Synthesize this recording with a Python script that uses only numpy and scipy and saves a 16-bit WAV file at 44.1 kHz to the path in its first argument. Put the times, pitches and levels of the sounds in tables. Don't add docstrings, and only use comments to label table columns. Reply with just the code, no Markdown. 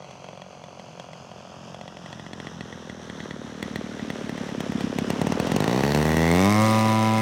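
import sys
import numpy as np
from scipy import signal
from scipy.fft import rfft, irfft
from scipy.io import wavfile
from scipy.ndimage import uniform_filter1d

SR = 44100
rng = np.random.default_rng(int(sys.argv[2]) if len(sys.argv) > 2 else 0)


def master(y):
    cut = np.clip(np.atleast_2d(y).T, -1, 1)
    pcm = np.round(cut * 32767)
    wavfile.write(sys.argv[1], SR, pcm.astype(np.int16))


N = 317961
TIME = np.arange(N) / SR
THROTTLE_OPENS_S, SPOOL_S = 5.58, 0.3

# time in seconds, heard crank speed in Hz.
IDLE_SPEED = [(0.0, 44.9), (2.48, 43.5), (3.24, 37.9), (3.89, 38.0), (4.33, 35.5), (4.91, 35.0),
              (5.14, 35.3), (5.46, 41.0), (5.54, 41.3)]
POWER_SPEED = [(5.6, 49.8), (5.698, 58.3), (5.798, 67.5), (5.872, 71.1), (5.996, 75.3), (6.308, 84.1),
               (6.466, 100.2), (6.502, 103.7), (6.648, 109.9), (7.15, 110.2)]
def crank(bark_s):
    speed_hz, = curve(list(IDLE_SPEED) + list(POWER_SPEED), TIME)
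    turns = np.cumsum(speed_hz) / SR
    at_bark = np.interp(bark_s, TIME, turns)
    barking = np.cumsum(np.maximum(np.round(np.diff(at_bark, prepend=0)), 1))
    turns += np.interp(TIME, bark_s, barking - at_bark)
    times = np.interp(np.arange(int(turns[-1]) + 1), turns, TIME)
    return times, np.interp(times, TIME, speed_hz), barking.astype(int), turns


def idling(times, speed_hz, barking, idle_hz=39.75, eased_s=2.3):
    fresh_scatter, puff_scatter_db, chuff_scatter_db = scatter(times, .55, .8, 1.5)
    turn = np.arange(len(times))
    is_bark = np.isin(turn, barking)
    per_turn = np.sqrt(SR / speed_hz) * (times < THROTTLE_OPENS_S) * ~is_bark
    since_bark = turn - np.maximum.accumulate(is_bark * turn)
    fresh = (1 - 2 * (since_bark % 2)) * .8 ** (since_bark - 1.) + fresh_scatter
    eased = times > eased_s
    weak_db = -43 + spread_db(times) + 2.3851 * (speed_hz - idle_hz) - 3.5 * eased
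    fire = per_turn * amp(weak_db + 2.4 * fresh)
    direct = puffs(times, per_turn * amp(puff_scatter_db), fresh)
    direct += chuffs(times, per_turn * amp(weak_db + chuff_scatter_db))
    direct += knocks(times, per_turn * eased, fresh)
    direct += can(times, fire * amp(-4.5))
    return band(pulses(times, fire), 1300, "low"), direct


# multiple of the puff pitch, decay in ms, level in dB.
PUFF_MODES = [(0.35, 3.2, -15), (1, 1.9, 0), (1.45, 2.8, -14)]
# time in seconds, pitch in Hz.
PUFF_PITCH = [(0.5, 160.6), (2.2, 175.7), (3.3, 219), (5.5, 225)]
# time in seconds, gain in dB.
PUFF_SWELL = [(0.8, -3), (1.7, 3), (2.8, 0.5), (3.7, 0.5), (4.9, -1), (5.4, -4)]
def puffs(times, sizes, fresh):
    pitch_hz, = curve(PUFF_PITCH, times)
    swell_db, = curve(PUFF_SWELL, times)
    seesaw_db = 3.8 * np.interp(times, [2, 3.3], [.4, 1]) * fresh
    sizes = sizes * amp(-20.5 + spread_db(times, beaming=1.88) + swell_db - seesaw_db)
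    return sum(rings(times + .0005, sizes * amp(db), ratio * pitch_hz, ms, order=3)
               for ratio, ms, db in PUFF_MODES)


# frequency in Hz, gain in dB.
CHUFF_COLOUR = [(350, -2), (520, 6), (900, -18), (1200, 0.5), (2000, -22)]
def chuffs(times, sizes):
    level_db = -11.5 + np.interp(times, [1.5, 3.3, 4.6], [-8, 0, 5])
    breath = bursts(times, sizes * amp(level_db), rise_ms=.6, decay_ms=3.5)
    return coloured(breath, CHUFF_COLOUR, 560, 1000)


# frequency in Hz, gain in dB.
KNOCK_COLOUR = [(200, -8.5), (380, 0.5), (560, -1), (760, -15.5), (1300, -16), (2200, -24)]
def knocks(times, sizes, fresh):
    level_db = -32.5 + spread_db(times, beaming=1.46) + 4.9 * fresh
    strikes = pulses(times + .00093, sizes * amp(level_db))
    return -coloured(strikes, KNOCK_COLOUR, 300, 1000, bass_lag_ms=1.06)


# start in seconds, relative level in dB, extra crack and ping in dB.
BARKS = [(0.0197, -28.0, 0), (0.0412, -27.5, -2), (0.1064, -27.5, 3), (0.2395, -25.5, 0),
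         (0.2835, -24.0, -1), (0.3714, -26.5, -3), (0.4154, -24.5, 0), (0.6357, -26.0, -1),
         (0.7923, -25.5, 1), (0.9943, -22.0, 2), (1.1288, -27.0, 2), (1.3118, -26.0, -2),
         (1.7416, -22.5, -2), (1.8085, -22.0, -2), (1.8752, -23.0, 1), (1.9659, -24.5, 1),
         (2.0571, -23.5, -1), (2.1248, -22.5, 2), (2.1929, -23.5, -1), (2.2611, -23.5, -2),
         (2.3291, -21.5, 5), (2.3975, -21.5, 0), (2.4665, -21.0, -2), (2.6046, -21.0, 1),
         (2.7229, -24.5, 0), (2.8939, -22.0, 1), (3.0953, -22.5, 3), (3.1998, -23.0, 1), (3.3058, -21.5, 2),
         (3.6238, -16.5, 4), (3.7551, -15.5, 2), (3.9915, -21.5, -7), (4.0988, -15.5, -1),
         (4.2905, -17.5, 1), (4.3748, -19.5, -1), (4.4867, -20.0, -4), (4.6014, -15.5, 4),
         (4.7173, -18.0, -1), (4.8042, -16.0, -1), (4.9824, -12.0, 2), (5.0991, -10.5, 0),
         (5.2116, -9.0, -3), (5.2655, -10.5, -2), (5.3182, -11.5, -1), (5.3955, -10.0, -1),
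         (5.467, -14.0, 2), (5.5147, -10.5, 0), (5.5593, -8.5, 1), (5.6002, -9.0, 1), (5.6752, -9.0, -4),
         (5.8326, -9.5, 1), (5.9441, -7.5, 1), (6.0502, -12.5, 1), (6.1648, -9.5, 3)]
def barks(times):
    _, level_db, sharp_db = np.transpose(BARKS)
    running_db = -9 * (times >= THROTTLE_OPENS_S)
    pulse_db = level_db + running_db
    crack_db = 4 + 1.61 * level_db + sharp_db + running_db / 3
    fire = amp(pulse_db + 12.5)
    tail = band(bursts(times, fire, rise_ms=1, decay_ms=14), 380, "high", order=1)
    gas = bursts(times + .00013, amp(crack_db), rise_ms=.5, decay_ms=2.6)
    cracks = coloured(gas, GAS_SIDE, 6000, 15000)
    near = np.interp(TIME, [1.5, 3.3, 3.6], [.03, .2, .9])
    cracks = near * cracks + (1 - near) * amp(6) * band(cracks, 6500, "low")
    pings = can(times, amp(pulse_db + sharp_db + 13.5))
    return pulses(times, fire) + .27 * tail, pings + cracks


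def throttled(times, speed_hz, barking, half_power_hz=82.7, misfire_db=-7, boom_db=.3):
    uneven = (60 / speed_hz) ** 2
    jitter_s, fire_scatter_db, gas_scatter_db = scatter(times, 1.5e-5, .9, 1.9)
    fired_s = times + uneven * jitter_s
    lead_hz = SPOOL_S * uniform_filter1d(np.gradient(speed_hz, times), size=7)
    pull_hz = speed_hz + lead_hz - half_power_hz
    misfires = np.isin(np.arange(len(times)), barking - 1)
    per_turn = np.sqrt(SR / speed_hz) * (times >= THROTTLE_OPENS_S) * amp(misfire_db * misfires)
    fire = per_turn * amp(-27.5 + .1348 * pull_hz + spread_db(times) + uneven * fire_scatter_db)
    pressure = pulses(fired_s, fire)
    boom = (amp(boom_db) - 1) * band(pressure, 230, "low", order=1)
    turbulence = band(bursts(fired_s, fire, rise_ms=.4, decay_ms=1.8), 2200, "high")
    gas = per_turn * amp(gas_scatter_db)
    jet_db = -38.5 + .0983 * pull_hz + spread_db(times, beaming=2.3)
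    direct = gas_jet(fired_s, gas * amp(jet_db)) + shrill(fired_s + .00026, gas)
    return pressure + boom + .55 * turbulence, direct


# frequency in Hz, gain in dB.
EXHAUST_AHEAD = [(70, -10), (170, 12), (320, -13), (375, -2), (430, -5), (550, 8), (630, 7.5), (680, 5),
                 (725, 10.5), (800, -0.5), (980, 2), (1200, -7.5), (1700, -13), (2000, -17.5),
                 (2450, -24.5), (3000, -12), (3600, -27)]
EXHAUST_APPROACH = [(70, 1), (216, 7.5), (546, -3.5), (676, -7), (1260, -14), (1710, -10), (1940, 3.5),
                    (2330, -22.5), (2600, -30.5), (3380, -14), (4180, -21.5), (5000, -64)]
EXHAUST_ABEAM = [(50, -32), (72, 3.5), (102, 1), (150, 10.5), (230, 8), (330, 2.5), (430, 4), (560, -0.5),
                 (850, -3), (1150, -12), (1460, -39), (1900, -9), (2400, -31), (3400, -31), (4500, -38)]
# multiple of full crank speed, gain close by in dB, gain farther off in dB.
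EXHAUST_ASTERN = [(1, 1.5, -1.5), (2, 2, -0.5), (3, -6, -8), (4, -29, -24.5), (5, -4, -9.5), (6, -12, -12),
                  (7, -7, -8), (8, -22.5, -21.5), (9, -1, -4.5), (10, -10, -15.5), (11, -6, -16),
                  (12, -18.5, -18)]
# multiple of full crank speed, gain in dB.
ASTERN_TREBLE = [(14, -37), (19.5, -20.5), (24, -23.5), (26.5, -27.5), (34, -28.5), (39, -33), (52, -42.5)]
ASPECT_S = [1.7, 2.7, 3.7, 5.2, 6.3, 6.62, 7.051]
def exhaust(drive):
    full_hz = POWER_SPEED[-1][1]
    treble = [(k * full_hz, db) for k, db in ASTERN_TREBLE]
    close = [(k * full_hz, db) for k, db, _ in EXHAUST_ASTERN] + treble
    farther = [(k * full_hz, db) for k, _, db in EXHAUST_ASTERN] + treble
    colours = EXHAUST_AHEAD, EXHAUST_APPROACH, EXHAUST_ABEAM, close, farther
    shares = np.repeat(np.eye(5), (1, 2, 2, 1, 1), axis=1)
    return -sum(coloured(drive * np.interp(TIME, ASPECT_S, share), colour, 400, 2500, bass_lag_ms=1.63)
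                for colour, share in zip(colours, shares))


# frequency in Hz, gain in dB.
GAS_SIDE = [(1500, 3), (1850, 7), (2300, 3.5), (2650, 8.5), (3200, -1.5), (3950, 0.5), (4400, 3),
            (4880, -15), (5400, 1), (6900, -3), (7700, -5), (8400, 0), (10300, -15), (13700, -8),
            (16000, -15)]
GAS_ASTERN = [(1500, -13), (2400, 5), (3000, -1.5), (3700, 3), (4700, 3.5), (5700, 2.5), (7400, -3),
              (8900, 1.5), (10400, -9), (15000, -12)]
def gas_jet(times, sizes):
    rush = bursts(times + .0003, sizes, rise_ms=.45, decay_ms=1.3)
    shock = pulses(times + .0009, sizes)
    jet = .68 * (rush - shock)
    behind = np.interp(TIME, [6.3, 6.6], [0, 1])
    side = coloured(jet * (1 - behind), GAS_SIDE, 1500, 19000)
    return side + amp(1.5) * coloured(jet * behind, GAS_ASTERN, 2030, 19000)


# time in seconds, frequency in Hz, level in dB.
SHRILL_LOW = [(5.6, 1880, -40.5), (6.0, 1870, -35), (6.17, 1940, -33.5), (6.26, 2020, -30.5),
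              (6.33, 2180, -34), (6.43, 2260, -34), (6.56, 2140, -31), (6.8, 2190, -37.5)]
SHRILL_MID = [(5.6, 3600, -45), (5.73, 3860, -44), (5.95, 3900, -55), (6.15, 3380, -42), (6.3, 3460, -40.5),
              (6.46, 3700, -37.5), (6.58, 3770, -52)]
SHRILL_HIGH = [(5.6, 4380, -53), (5.75, 4400, -45), (5.93, 4420, -40), (6.1, 4270, -63), (6.33, 4260, -53),
               (6.55, 4400, -71)]
def shrill(times, sizes):
    out = 0
    for track, decay_ms in (SHRILL_LOW, 2.0), (SHRILL_MID, 1.6), (SHRILL_HIGH, 1.9):
        hz, db = curve(track, times)
        detune, = scatter(times, .0028)
        out += rings(times, sizes * amp(db), hz * (1 + detune), decay_ms)
    return out


# frequency in Hz, decay in ms, level in dB.
CAN_MODES = [(1977, 3.2, -14.5), (2610, 2.6, -22), (3320, 5.3, -11.5), (4260, 2.4, -23.5)]
def can(times, sizes, abeam_db=-18):
    heard = sizes * amp(abeam_db * nearness(times))
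    out = 0
    for hz, decay_ms, db in CAN_MODES:
        detune, blend_db = scatter(times, .015, 2)
        out += rings(times + .000587, heard * amp(db + blend_db), hz * (1 + detune), decay_ms)
    return out


# frequency in Hz, gain in dB.
HISS_FAR = [(50, -11), (160, 13), (320, 3.5), (700, -6), (1450, -10.5), (1900, -9.5), (2800, -12),
            (4000, -16), (5000, -16), (6200, -12), (7200, -23), (11000, -40)]
HISS_NEAR = [(150, -6), (500, -9), (1000, -17.5), (1900, -17), (2400, -21), (3300, -21), (4700, -29),
             (5700, -24), (6900, -32), (11000, -47)]
# time in seconds, lag in ms, strength from 0 to 1.
GROUND_REFLECTION = [(0, .565, .85), (1, .535, .8), (2.2, .462, .72), (3.3, .405, .6), (4, .4, .12),
                     (7.2, .7, .35)]
def propeller(turns):
    chop = 1 + .22 * np.cos(2 * 2 * np.pi * turns)
    air = rng.standard_normal(N) * chop * amp(1.5 * walk(14))
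    near = np.interp(TIME, [1.6, 4.2], [0, 1])
    hiss = (1 - near) * coloured(air, HISS_FAR, 1000, 7000) + near * coloured(air, HISS_NEAR, 1000, 7000)
    hiss *= amp(-36 + spread_db(TIME))
    lag_ms, strength = curve(GROUND_REFLECTION, TIME)
    reflection = uniform_filter1d(delayed(hiss, lag_ms), 5)
    combed = (hiss - strength * band(reflection, 240, "high", order=1)) / np.sqrt(1 + strength ** 2)
    throttle = np.clip((TIME - THROTTLE_OPENS_S) / SPOOL_S, 0, 1)
    fizz_gain = 2 * amp(-61.5 + spread_db(TIME, beaming=1.43) + 11 * throttle)
    return combed + fizz_gain * band(air, 10000, "high", order=4)


# time in seconds, gain in dB.
WHEEL_ROLL = [(5.02, -60), (5.12, -26.5), (5.72, -22), (6.4, -35)]
def wheels():
    db, = curve(WHEEL_ROLL, TIME)
    return amp(db + 2 * walk(25)) * band(rng.standard_normal(N), (380, 1080), "band")


def ground_echoes(engine, lags_ms=(1.3, 2.4, 3.7, 5.6)):
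    overtones = band(engine, 350, "high") * np.interp(TIME, [6.3, 6.6], [0, 1])
    return amp(-16.5) * sum(walk(7) * delayed(overtones, ms) for ms in lags_ms)


def nearness(t, speed_m_s=12.53, nearest_m=10.86, passes_s=6.24):
    return nearest_m / np.hypot(nearest_m, speed_m_s * (t - passes_s))


def spread_db(t, beaming=1):
    return beaming * 20 * np.log10(nearness(t))


def amp(db):
    return 10 ** (np.asarray(db) / 20)


def curve(table, t):
    seconds, *columns = np.transpose(table)
    return [np.interp(t, seconds, column) for column in columns]


def coloured(x, colour, lo_hz, hi_hz, bass_lag_ms=0):
    size = 4096
    f = np.maximum(np.fft.rfftfreq(size, 1 / SR), 1)
    hz, db = np.transpose(colour)
    octaves_outside = np.maximum(np.log2(hz[0] / f), 0) + np.maximum(np.log2(f / hz[-1]), 0)
    gain = amp(np.interp(np.log(f), np.log(hz), db) - 18 * np.minimum(octaves_outside, 4))
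    cepstrum = irfft(np.log(gain))
    cepstrum[1:size // 2] *= 2
    cepstrum[size // 2 + 1:] = 0
    delay_s = bass_lag_ms * 1e-3 / (1 + (f / 900) ** 2)
    ring = irfft(np.exp(rfft(cepstrum) - 2j * np.pi * np.cumsum(delay_s) * SR / size))
    energy = 2 * np.sum(gain[(f > lo_hz) & (f < hi_hz)] ** 2) / size
    return signal.fftconvolve(x, ring / np.sqrt(energy))[:N]


def band(x, hz, kind, order=2):
    return signal.sosfilt(signal.butter(order, hz, kind, fs=SR, output="sos"), x)


def delayed(x, ms):
    return np.interp(TIME - ms / 1000, TIME, x)


def pulses(times, sizes):
    place = np.clip(times * SR, 0, N - 2)
    i = place.astype(int)
    return np.bincount(i, sizes * (1 - place + i), N) + np.bincount(i + 1, sizes * (place - i), N)


def bursts(times, sizes, rise_ms, decay_ms):
    ms = TIME[:2048] * 1000
    shape = (1 - np.exp(-ms / rise_ms)) * np.exp(-ms / decay_ms)
    envelope = signal.fftconvolve(pulses(times, sizes), shape / np.linalg.norm(shape))[:N]
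    return envelope * rng.standard_normal(N)


def rings(times, sizes, hz, decay_ms, order=0):
    index = (times[:, None] * SR).astype(int) + np.arange(1, 1800)
    age_s = index / SR - times[:, None]
    tones = np.sin(2 * np.pi * hz[:, None] * age_s) * age_s ** order * np.exp(-age_s * 1e3 / decay_ms)
    tones *= sizes[:, None] / np.linalg.norm(tones, axis=1, keepdims=True)
    return np.bincount(index.ravel(), tones.ravel(), N)[:N]


def scatter(times, *spreads):
    return (rng.standard_normal((len(times), len(spreads))) * spreads).T


def walk(rate_hz):
    step = int(SR / rate_hz)
    return uniform_filter1d(np.repeat(rng.standard_normal(N // step + 1), step), step)[:N]


def scene():
    times, speed_hz, barking, turns = crank(np.array(BARKS)[:, 0])
    port_opens_s = times + .003
    bark_drive, bark_direct = barks(port_opens_s[barking])
    idle_drive, idle_direct = idling(port_opens_s, speed_hz, barking)
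    power_drive, power_direct = throttled(port_opens_s, speed_hz, barking)
    engine = exhaust(idle_drive + bark_drive + power_drive) + idle_direct + bark_direct + power_direct
    return (engine + ground_echoes(engine) + propeller(turns) + wheels())[None]


def record(dry, bottom_hz=55, top_hz=15900):
    thin = band(dry, bottom_hz, "high", order=3)
    return signal.sosfilt(signal.ellip(10, .2, 80, top_hz, fs=SR, output="sos"), thin)


dry = scene()
out = record(dry)
master(out)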